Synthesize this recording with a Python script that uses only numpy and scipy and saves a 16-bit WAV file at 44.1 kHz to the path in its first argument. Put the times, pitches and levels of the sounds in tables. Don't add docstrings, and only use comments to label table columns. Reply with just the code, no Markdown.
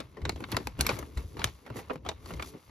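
import sys
import numpy as np
from scipy import signal
from scipy.fft import rfft, irfft
from scipy.io import wavfile

SR = 44100
rng = np.random.default_rng(int(sys.argv[2]) if len(sys.argv) > 2 else 0)


def put_to_file(sound):
    columns = np.atleast_2d(sound).T
    safe = np.clip(columns, -1, 1)
    whole_steps = np.round(safe * 32767)
    wavfile.write(sys.argv[1], SR, whole_steps.astype(np.int16))


N = 119070


def amp(db):
    return 10 ** (np.asarray(db) / 20)


def unit_rms(x):
    return x / np.sqrt(np.mean(x ** 2) + 1e-20)


def read(points, hz):
    table_hz, value = np.transpose(points)
    return np.interp(np.log(hz + 1), np.log(table_hz + 1), value)


def gain_curve(points):
    return amp(np.interp(np.arange(N) / SR, *np.transpose(points)))


def add(mix, start_s, sound):
    part = mix[:, max(round(start_s * SR), 0):][:, :sound.shape[-1]]
    part += sound[..., :part.shape[1]]


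# freq_hz, correlation
CORRELATION = [(60, 1.06), (200, 0.79), (500, 0.78), (1000, 0.29), (2200, 0.63), (5000, 0.8), (8000, -0.1),
               (15000, 41)]


def paired(x):
    size = x.shape[1]
    a, b = rfft(x, 2 * size)
    same = np.clip(read(CORRELATION, np.fft.rfftfreq(2 * size, 1 / SR)), -.999, .999)
    mid = a * np.sqrt((1 + same) / 2)
    side = b * np.sqrt((1 - same) / 2)
    return irfft(np.array([mid + side, mid - side]))[:, :size]


def coloured(x, colour):
    gain = amp(read(colour, np.fft.rfftfreq(N, 1 / SR)))
    return unit_rms(irfft(rfft(paired(x)) * gain, N))


SNAP_BANDS_HZ = [500, 1900, 5000, 12000]
# mode_hz, multiple of the snap's ring_s
RING_SCALE = [(150, 2.3), (500, 1.72), (1900, 1.19), (5000, 0.89), (9000, .5), (14000, 0.55)]
SNAP_DB, SNAP_RISE_S, SNAP_LOW_HZ = -.5, 0.00039, 197
SHEET_DB, SHEET_S = -22, 0.0096
NOTE_DB, NOTE_OCTAVES, RIPPLE_DB, RIPPLE_HZ = 10.5, 0.14, 3.5, 219.7


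def snap(level_db, body_db, treble_db, air_db, panel_hz, crease_hz, ring_s, pan_db, count=11):
    size = 4096
    t, hz = np.arange(size) / SR, np.fft.rfftfreq(size, 1 / SR)
    centres_hz = np.geomspace(150, 15000, count)
    colour = list(zip(SNAP_BANDS_HZ, [body_db, 0, treble_db, air_db]))

    ripple = np.interp(hz / RIPPLE_HZ, np.arange(size), rng.standard_normal(size))
    notes = sum(np.exp(-(np.log2((hz + 1) / note_hz) / NOTE_OCTAVES) ** 2)
                for note_hz in (panel_hz, crease_hz))
    noise = rfft(paired(rng.standard_normal((2, size))))
    modes = noise * amp(RIPPLE_DB * ripple + NOTE_DB * notes)

    rise = 1 - np.exp(-t / SNAP_RISE_S)
    linger = amp(SHEET_DB) * np.exp(-t / SHEET_S)
    out = 0
    for centre_hz, pick in zip(centres_hz, np.eye(count)):
        share = np.interp(np.log(hz + 1), np.log(centres_hz), pick)
        decay_s = max(ring_s, 1e-4) * read(RING_SCALE, centre_hz)
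        ring = irfft(modes * share) * rise * (np.exp(-t / decay_s) + linger)
        weight = np.sqrt(np.sum(share * amp(NOTE_DB * notes)) / size)
        low_cut = 1 / (1 + (SNAP_LOW_HZ / centre_hz) ** 4)
        out = out + unit_rms(ring) * weight * low_cut * amp(read(colour, centre_hz))
    return out * amp(SNAP_DB + level_db + np.array([[pan_db], [-pan_db]]) / 2)


# start_s, level_db (before SNAP_DB), body_db, treble_db, air_db (relative to level),
# panel_hz, crease_hz, ring_s (before RING_SCALE), pan_db (left minus right)
CREASE_SNAPS = [(0.002, -42.5, 8, -7, -16, 570, 3570, 0.0053, 4.5),
                (0.1694, -50.5, 13, -18, -27, 465, 1890, 0.011, 3),
                (0.217, -51.5, -1, -12, -23, 410, 1980, 0.0048, -3),
                (0.2525, -33.5, 0.5, -7.5, -30.5, 1430, 3660, 0.0049, -3),
                (0.2932, -32, 5, -4.5, -19, 475, 4180, 0.003, -1.5),
                (0.3198, -55, 1, -8, -18, 410, 4320, 0.0083, 6),
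                (0.3593, -53.5, 16.5, -4.5, -18, 430, 3430, 0.0074, -2.5),
                (0.4047, -48.5, 11.5, -15, -13, 445, 2550, 0.0047, -1.5),
                (0.4248, -54.5, 14, -18, -23, 1590, 1800, 0.007, 3),
                (0.4395, -34.5, -11, -17.5, -50, 1570, 3700, 0.0031, 0.5),
                (0.4866, -57.5, 17.5, -20, -9, 503, 3270, 0.0041, -5),
                (0.517, -40.5, -1, -6.5, -1.5, 1550, 4290, 0.0074, -2.5),
                (0.5232, -40.5, 2, -5, -42, 458, 3250, 0.0035, -1),
                (0.5456, -35.5, -8, -37, -43, 1010, 2040, 0.0036, 5.5),
                (0.5673, -28.5, 5, -9, -15.5, 1380, 4380, 0.0028, 0),
                (0.6001, -53, 13, -14, -29, 394, 1810, 0.01, 13),
                (0.6709, -36.5, 7.5, -8, -13, 900, 2500, 0.0025, 1),
                (0.7906, -41.5, 3, -13, -16, 1360, 2760, 0.019, -9),
                (0.8018, -33.5, -2, -19, -33, 1520, 4350, 0.0098, 3.5),
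                (0.8089, -30.5, -5, 0, 1, 1650, 4190, 0.0027, 0.5),
                (0.8549, -52, -4, -18, -25, 1570, 2290, 0.0067, -3),
                (0.8659, -28.5, -11, -6, -6.5, 1640, 2340, 0.0044, 0),
                (0.891, -27, 4, -9.5, -26, 568, 2370, 0.0044, 1.5),
                (0.9003, -44.5, 4, -6, -26, 890, 2590, 0.0051, 18),
                (0.9352, -48, -2, -29, -24, 1130, 2040, 0.0049, -1),
                (0.9663, -54.5, 12.5, -11, -25, 397, 2280, 0.0064, 19),
                (0.9886, -46, 13.5, -6.5, -2, 480, 6200, 0.0079, 2.5),
                (1.0258, -47, 11.5, -23, -20, 910, 1770, 0.0046, 3),
                (1.1728, -42, 2.5, -11.5, -18, 405, 4070, 0.01, -0.5),
                (1.3684, -49, 14.5, -12, -20, 455, 4060, 0.011, -3),
                (1.3937, -45.5, 11, -2.5, -21, 834, 4150, 0.0049, -2),
                (1.4171, -36, -2, -16, -47, 1570, 2260, 0.0031, -0.5),
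                (1.442, -27.5, -2.5, -1, -10.5, 1770, 3070, 0.0023, 0.5),
                (1.4716, -50.5, 5, -4, -22, 444, 5260, 0.0018, 0),
                (1.6631, -46.5, 6, -20, -21, 1440, 1900, 0.0097, -4.5),
                (1.7012, -48, 17, -21, -20, 410, 2700, 0.0049, -2),
                (1.7579, -51, 17, -21, -11, 483, 2010, 0.0068, -7),
                (1.7666, -47, 8, -11, -6.5, 1400, 1980, 0.0098, -3),
                (1.7896, -45, 7, -16, -14, 790, 1950, 0.01, -4),
                (1.8981, -42, 11.5, -29, -49, 444, 2630, 0.0053, -14.5),
                (1.9033, -37, 9.5, -27.5, -56, 448, 2700, 0.0058, 5.5),
                (1.9104, -42.5, 16, -38, -39, 437, 1920, 0.0031, -4),
                (1.9326, -58.5, 26.5, -10, -4, 503, 2100, 0.0086, 2),
                (1.957, -49, 14, -16.5, -21, 467, 2280, 0.0025, -2),
                (2.05, -50, 14, -19, -18, 760, 3350, 0.0099, 0),
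                (2.0629, -42.5, 12.5, -13, -30, 770, 3360, 0.0082, -1),
                (2.0887, -36, 8.5, 1.5, -23, 640, 3770, 0.0057, 0.5),
                (2.1145, -50.5, 13, -14, -41, 790, 2990, 0.0051, -10),
                (2.2591, -52.5, 11, -8, -9, 1180, 4390, 0.004, -1),
                (2.306, -44, 8.5, -27, -22, 1430, 2820, 0.0083, -3.5),
                (2.337, -52, 17, 0.5, -16, 465, 2110, 0.0033, 0),
                (2.3962, -36, 3, -21, -53, 1170, 2310, 0.0043, -2.5),
                (2.424, -38, 1, -7, -18.5, 1400, 2400, 0.0036, 0)]


def snaps():
    out = np.zeros((2, N))
    for start_s, *settings in CREASE_SNAPS:
        add(out, start_s, snap(*settings))
    return out


SWING_SAG = 0.085


def swing(level_db, pitch_hz, decay_s, rise_s):
    t = np.arange(SR // 4) / SR
    decay = np.exp(-t / decay_s)
    turns = np.cumsum(pitch_hz * (1 - SWING_SAG * (1 - decay))) / SR
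    return amp(level_db) * (1 - np.exp(-t / rise_s)) * decay * np.sin(2 * np.pi * turns)


# start_s, level_db (before the envelope), pitch_hz (before sag), decay_s
PANEL_FLAPS = [(0.224, -21.5, 59.4, 0.0073), (0.26, -60, 75, 0.023), (.345, -32, 66.3, 0.023),
               (0.403, -38, 89, 0.011), (0.529, -39, 102.4, 0.036), (.792, -27.5, 75.6, 0.03),
               (0.926, -27.5, 116, 0.017), (1.0, -36, 69.4, .025), (1.17, -19, 64, 0.016),
               (1.244, -32.5, 88, 0.027), (1.386, -31, 63, 0.022), (1.447, -21.5, 115, 0.0088),
               (1.706, -28, 125.5, 0.011), (1.765, -32, 118.6, 0.0091), (1.955, -36, 160, 0.015),
               (2.062, -40, 84.2, 0.074), (2.337, -35, 64.9, 0.042)]


def flaps():
    out = np.zeros((2, N))
    for start_s, level_db, pitch_hz, decay_s in PANEL_FLAPS:
        add(out, start_s, swing(level_db, pitch_hz, decay_s, rise_s=.005))
    return out


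# start_s, level_db (before mode level), pitch_hz (before mode ratio), decay_s
PATCH_BUCKLES = [(.176, -42.5, 392, 0.016), (.256, -33, 320, 0.0094), (.324, -38, 293, 0.009),
                 (.524, -31, 308, 0.012), (.601, -36, 327, .01), (0.788, -30, 275, 0.013),
                 (.893, -26.5, 543, 0.01), (1.702, -37.5, 422, 0.0084), (1.902, -34, 449, 0.0095),
                 (2.089, -36, 703, .012), (2.305, -46.5, 322, 0.012), (2.544, -37, 293, 0.013)]
# pitch_ratio (before random detune), level_db (relative to the buckle)
PATCH_MODES = [(.6, -6), (.8, -10.5), (1, 0.5), (1.24, -5), (1.55, -6), (2.05, -13), (2.7, -17.5)]


def buckles():
    out = np.zeros((2, N))
    for start_s, level_db, pitch_hz, decay_s in PATCH_BUCKLES:
        for k, (ratio, mode_db) in enumerate(PATCH_MODES):
            mode_hz = pitch_hz * ratio * rng.uniform(0.93, 1.04)
            mode = swing(level_db + mode_db, mode_hz, decay_s, rise_s=.0025)
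            add(out, start_s, (-1) ** k * mode)
    return out


def grains(per_s, spread_db, ring_s, count=12):
    size = amp(spread_db * np.minimum(rng.exponential(1, N), 4))
    clicks = size * (rng.random(N) < per_s / SR)
    patch, t = rng.integers(0, count, N), np.arange(SR // 50) / SR
    rings = rng.standard_normal((count, 2, len(t))) * np.exp(-t / ring_s)
    return sum(signal.oaconvolve((clicks * (patch == k))[None], rings[k], axes=1)[:, :N]
               for k in range(count))


# time_s, level_db (before CRINKLE_DB)
BENDING_LEVEL = [(0, -42.5), (.06, -60), (.13, -63), (.19, -59), (.23, -60), (.28, -48.5), (.35, -61.5),
                 (.42, -48), (.47, -57), (.53, -38.5), (.59, -43), (.65, -58), (.7, -53), (.76, -57),
                 (.83, -43.5), (.91, -33.5), (.96, -49.5), (1.02, -48), (1.13, -61), (1.19, -48.5),
                 (1.28, -65.5), (1.34, -61), (1.4, -42), (1.46, -38.5), (1.53, -60.5), (1.62, -60),
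                 (1.68, -56), (1.78, -47.5), (1.86, -56.5), (1.92, -48), (2.02, -72), (2.08, -43.5),
                 (2.12, -59), (2.2, -59.5), (2.3, -49.5), (2.42, -47.5), (2.5, -59.5), (2.55, -55),
                 (2.62, -63.5), (2.7, -56)]
# freq_hz, gain_db
CRINKLE_SHAPE = [(150, -2), (400, 3.5), (900, 0), (1600, -2.5), (2400, -7), (4000, -11), (7000, -28.5),
                 (15000, -85)]
CRINKLE_DB = -4


def crinkle():
    clicks = grains(per_s=1000, spread_db=4, ring_s=0.004)
    return amp(CRINKLE_DB) * coloured(clicks, CRINKLE_SHAPE) * gain_curve(BENDING_LEVEL)


# time_s, level_db (before SLIDE_DB)
SLIDING_LEVEL = [(0, -64), (.12, -71.5), (.22, -69.5), (.28, -66), (.34, -64), (.41, -61), (.47, -63),
                 (.52, -52), (.59, -60), (.65, -57), (.75, -67.5), (.79, -61), (.83, -55), (.92, -43),
                 (1, -55.5), (1.13, -64), (1.19, -54), (1.24, -59.5), (1.34, -61), (1.46, -54), (1.52, -60),
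                 (1.62, -65), (1.73, -67), (1.78, -46), (1.85, -64.5), (1.94, -63), (2, -81), (2.1, -60),
                 (2.17, -70), (2.3, -50.5), (2.39, -59.5), (2.47, -47), (2.55, -63.5), (2.7, -63.5)]
# freq_hz, gain_db
SLIDE_SHAPE = [(500, -1), (1500, -12), (3500, -4.5), (6000, -3), (8000, -9), (11000, -3.5), (14000, -7),
               (16000, -3)]
SLIDE_DB = -1.5


def slide():
    clicks = grains(per_s=12000, spread_db=6, ring_s=0.0016)
    return amp(SLIDE_DB) * coloured(clicks, SLIDE_SHAPE) * gain_curve(SLIDING_LEVEL)


# time_s, level_db (before FLUTTER_DB)
FLUTTER_LEVEL = [(0.0, -41), (0.07, -66.5), (0.3, -35.5), (0.34, -56.5), (0.43, -37), (0.47, -53.5),
                 (0.57, -34), (0.65, -67), (0.68, -38.5), (0.74, -87), (0.8, -33.5), (0.85, -44),
                 (0.9, -39.5), (0.93, -41.5), (1.16, -54.5), (1.18, -43), (1.3, -57.5), (1.37, -45.5),
                 (1.46, -44), (1.5, -67), (1.64, -59), (1.71, -44.5), (1.74, -53), (1.77, -39.5),
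                 (1.87, -67), (1.9, -45.5), (2.01, -52), (2.1, -58), (2.18, -61.5), (2.32, -44.5),
                 (2.52, -54), (2.55, -40.5), (2.65, -93), (2.7, -56)]
# freq_hz, gain_db
FLUTTER_SHAPE = [(60, -28), (130, -3.5), (200, -1), (300, 0), (450, -1.5), (700, -16), (1500, -34),
                 (5000, -70)]
FLUTTER_DB = -4


def flutter():
    noise = coloured(rng.standard_normal((2, N)), FLUTTER_SHAPE)
    return amp(FLUTTER_DB) * noise * gain_curve(FLUTTER_LEVEL)


# time_s, level_db (before SWAY_DB)
SWAY_LEVEL = [(0.0, -46.5), (0.18, -63.5), (0.23, -35.5), (0.49, -50), (0.55, -33), (0.6, -44.5),
              (0.78, -42), (0.8, -35.5), (1.14, -53), (1.17, -47.5), (1.33, -50.5), (1.46, -40.5),
              (1.62, -65), (1.7, -56), (2.27, -50), (2.35, -38.5), (2.63, -71.5), (2.7, -53.5)]
# freq_hz, gain_db
SWAY_SHAPE = [(15, -33), (35, -13), (62, 0), (85, -3.5), (130, -9.5), (200, -20), (500, -60.5), (2000, -78)]
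SWAY_DB = -2.5


def sway():
    noise = coloured(rng.standard_normal((2, N)), SWAY_SHAPE)
    return amp(SWAY_DB) * noise * gain_curve(SWAY_LEVEL)


# freq_hz, t60_s
ROOM_T60_S = [(150, 0.35), (1000, 0.14), (5000, 0.21), (14000, 0.1)]
ROOM_DB = -20.5


def room(x):
    taps = paired(rng.standard_normal((2, SR // 2)))
    taps[:, :SR // 200] = 0
    hz, t, bins = signal.stft(taps, SR, nperseg=256)
    decay = amp(-60 * t / read(ROOM_T60_S, hz)[:, None])
    tail = signal.istft(bins * decay, SR, nperseg=256)[1]
    wet = signal.fftconvolve(x, tail / np.linalg.norm(tail[0]), axes=1)[:, :N]
    return amp(ROOM_DB) * wet


# freq_hz, gain_db
QUIET_SHAPE = [(15, -56), (25, -17), (71, 10), (305, -9), (684, -40.5), (6550, -18), (8350, -55),
               (11500, -71), (15500, -55)]
QUIET_DB = -74


def quiet():
    return amp(QUIET_DB) * coloured(rng.standard_normal((2, N)), QUIET_SHAPE)


def scene():
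    paper = snaps() + flaps() + buckles() + crinkle() + slide() + flutter() + sway()
    return paper + room(paper) + quiet()


# freq_hz, lead_rad
LEFT_LEAD = [(2000, 0), (3400, 0.91), (5000, 1.1), (6500, -1), (8400, -3), (11500, -6.5), (13500, -7.5),
             (15500, -9.4)]
# freq_hz, gain_db
MIC_RESPONSE = [(40, 2), (150, 2.5), (700, -0.5), (1000, 4), (1700, -1.5), (2350, 2), (3200, 0.5),
                (4400, 3), (5400, 2), (7000, 1.5), (11500, -0.5), (14000, -5), (16000, -5)]
LEFT_DB, LOW_CUT_HZ, EDGE_HZ = 1.5, 28, 16300


def record(dry):
    hz = np.fft.rfftfreq(2 * N, 1 / SR)
    sides = np.array([[.5], [-.5]])
    ports = amp(read(MIC_RESPONSE, hz) + sides * LEFT_DB) * np.exp(1j * sides * read(LEFT_LEAD, hz))
    low_cut = hz ** 2 / np.hypot(hz ** 2, LOW_CUT_HZ ** 2)
    heard = irfft(rfft(dry, 2 * N) * ports * low_cut)[:, :N]
    lowpass = signal.firwin(301, EDGE_HZ, window=("kaiser", 9), fs=SR)
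    return signal.oaconvolve(heard, lowpass[None], "same")


dry = scene()
out = record(dry)
put_to_file(out)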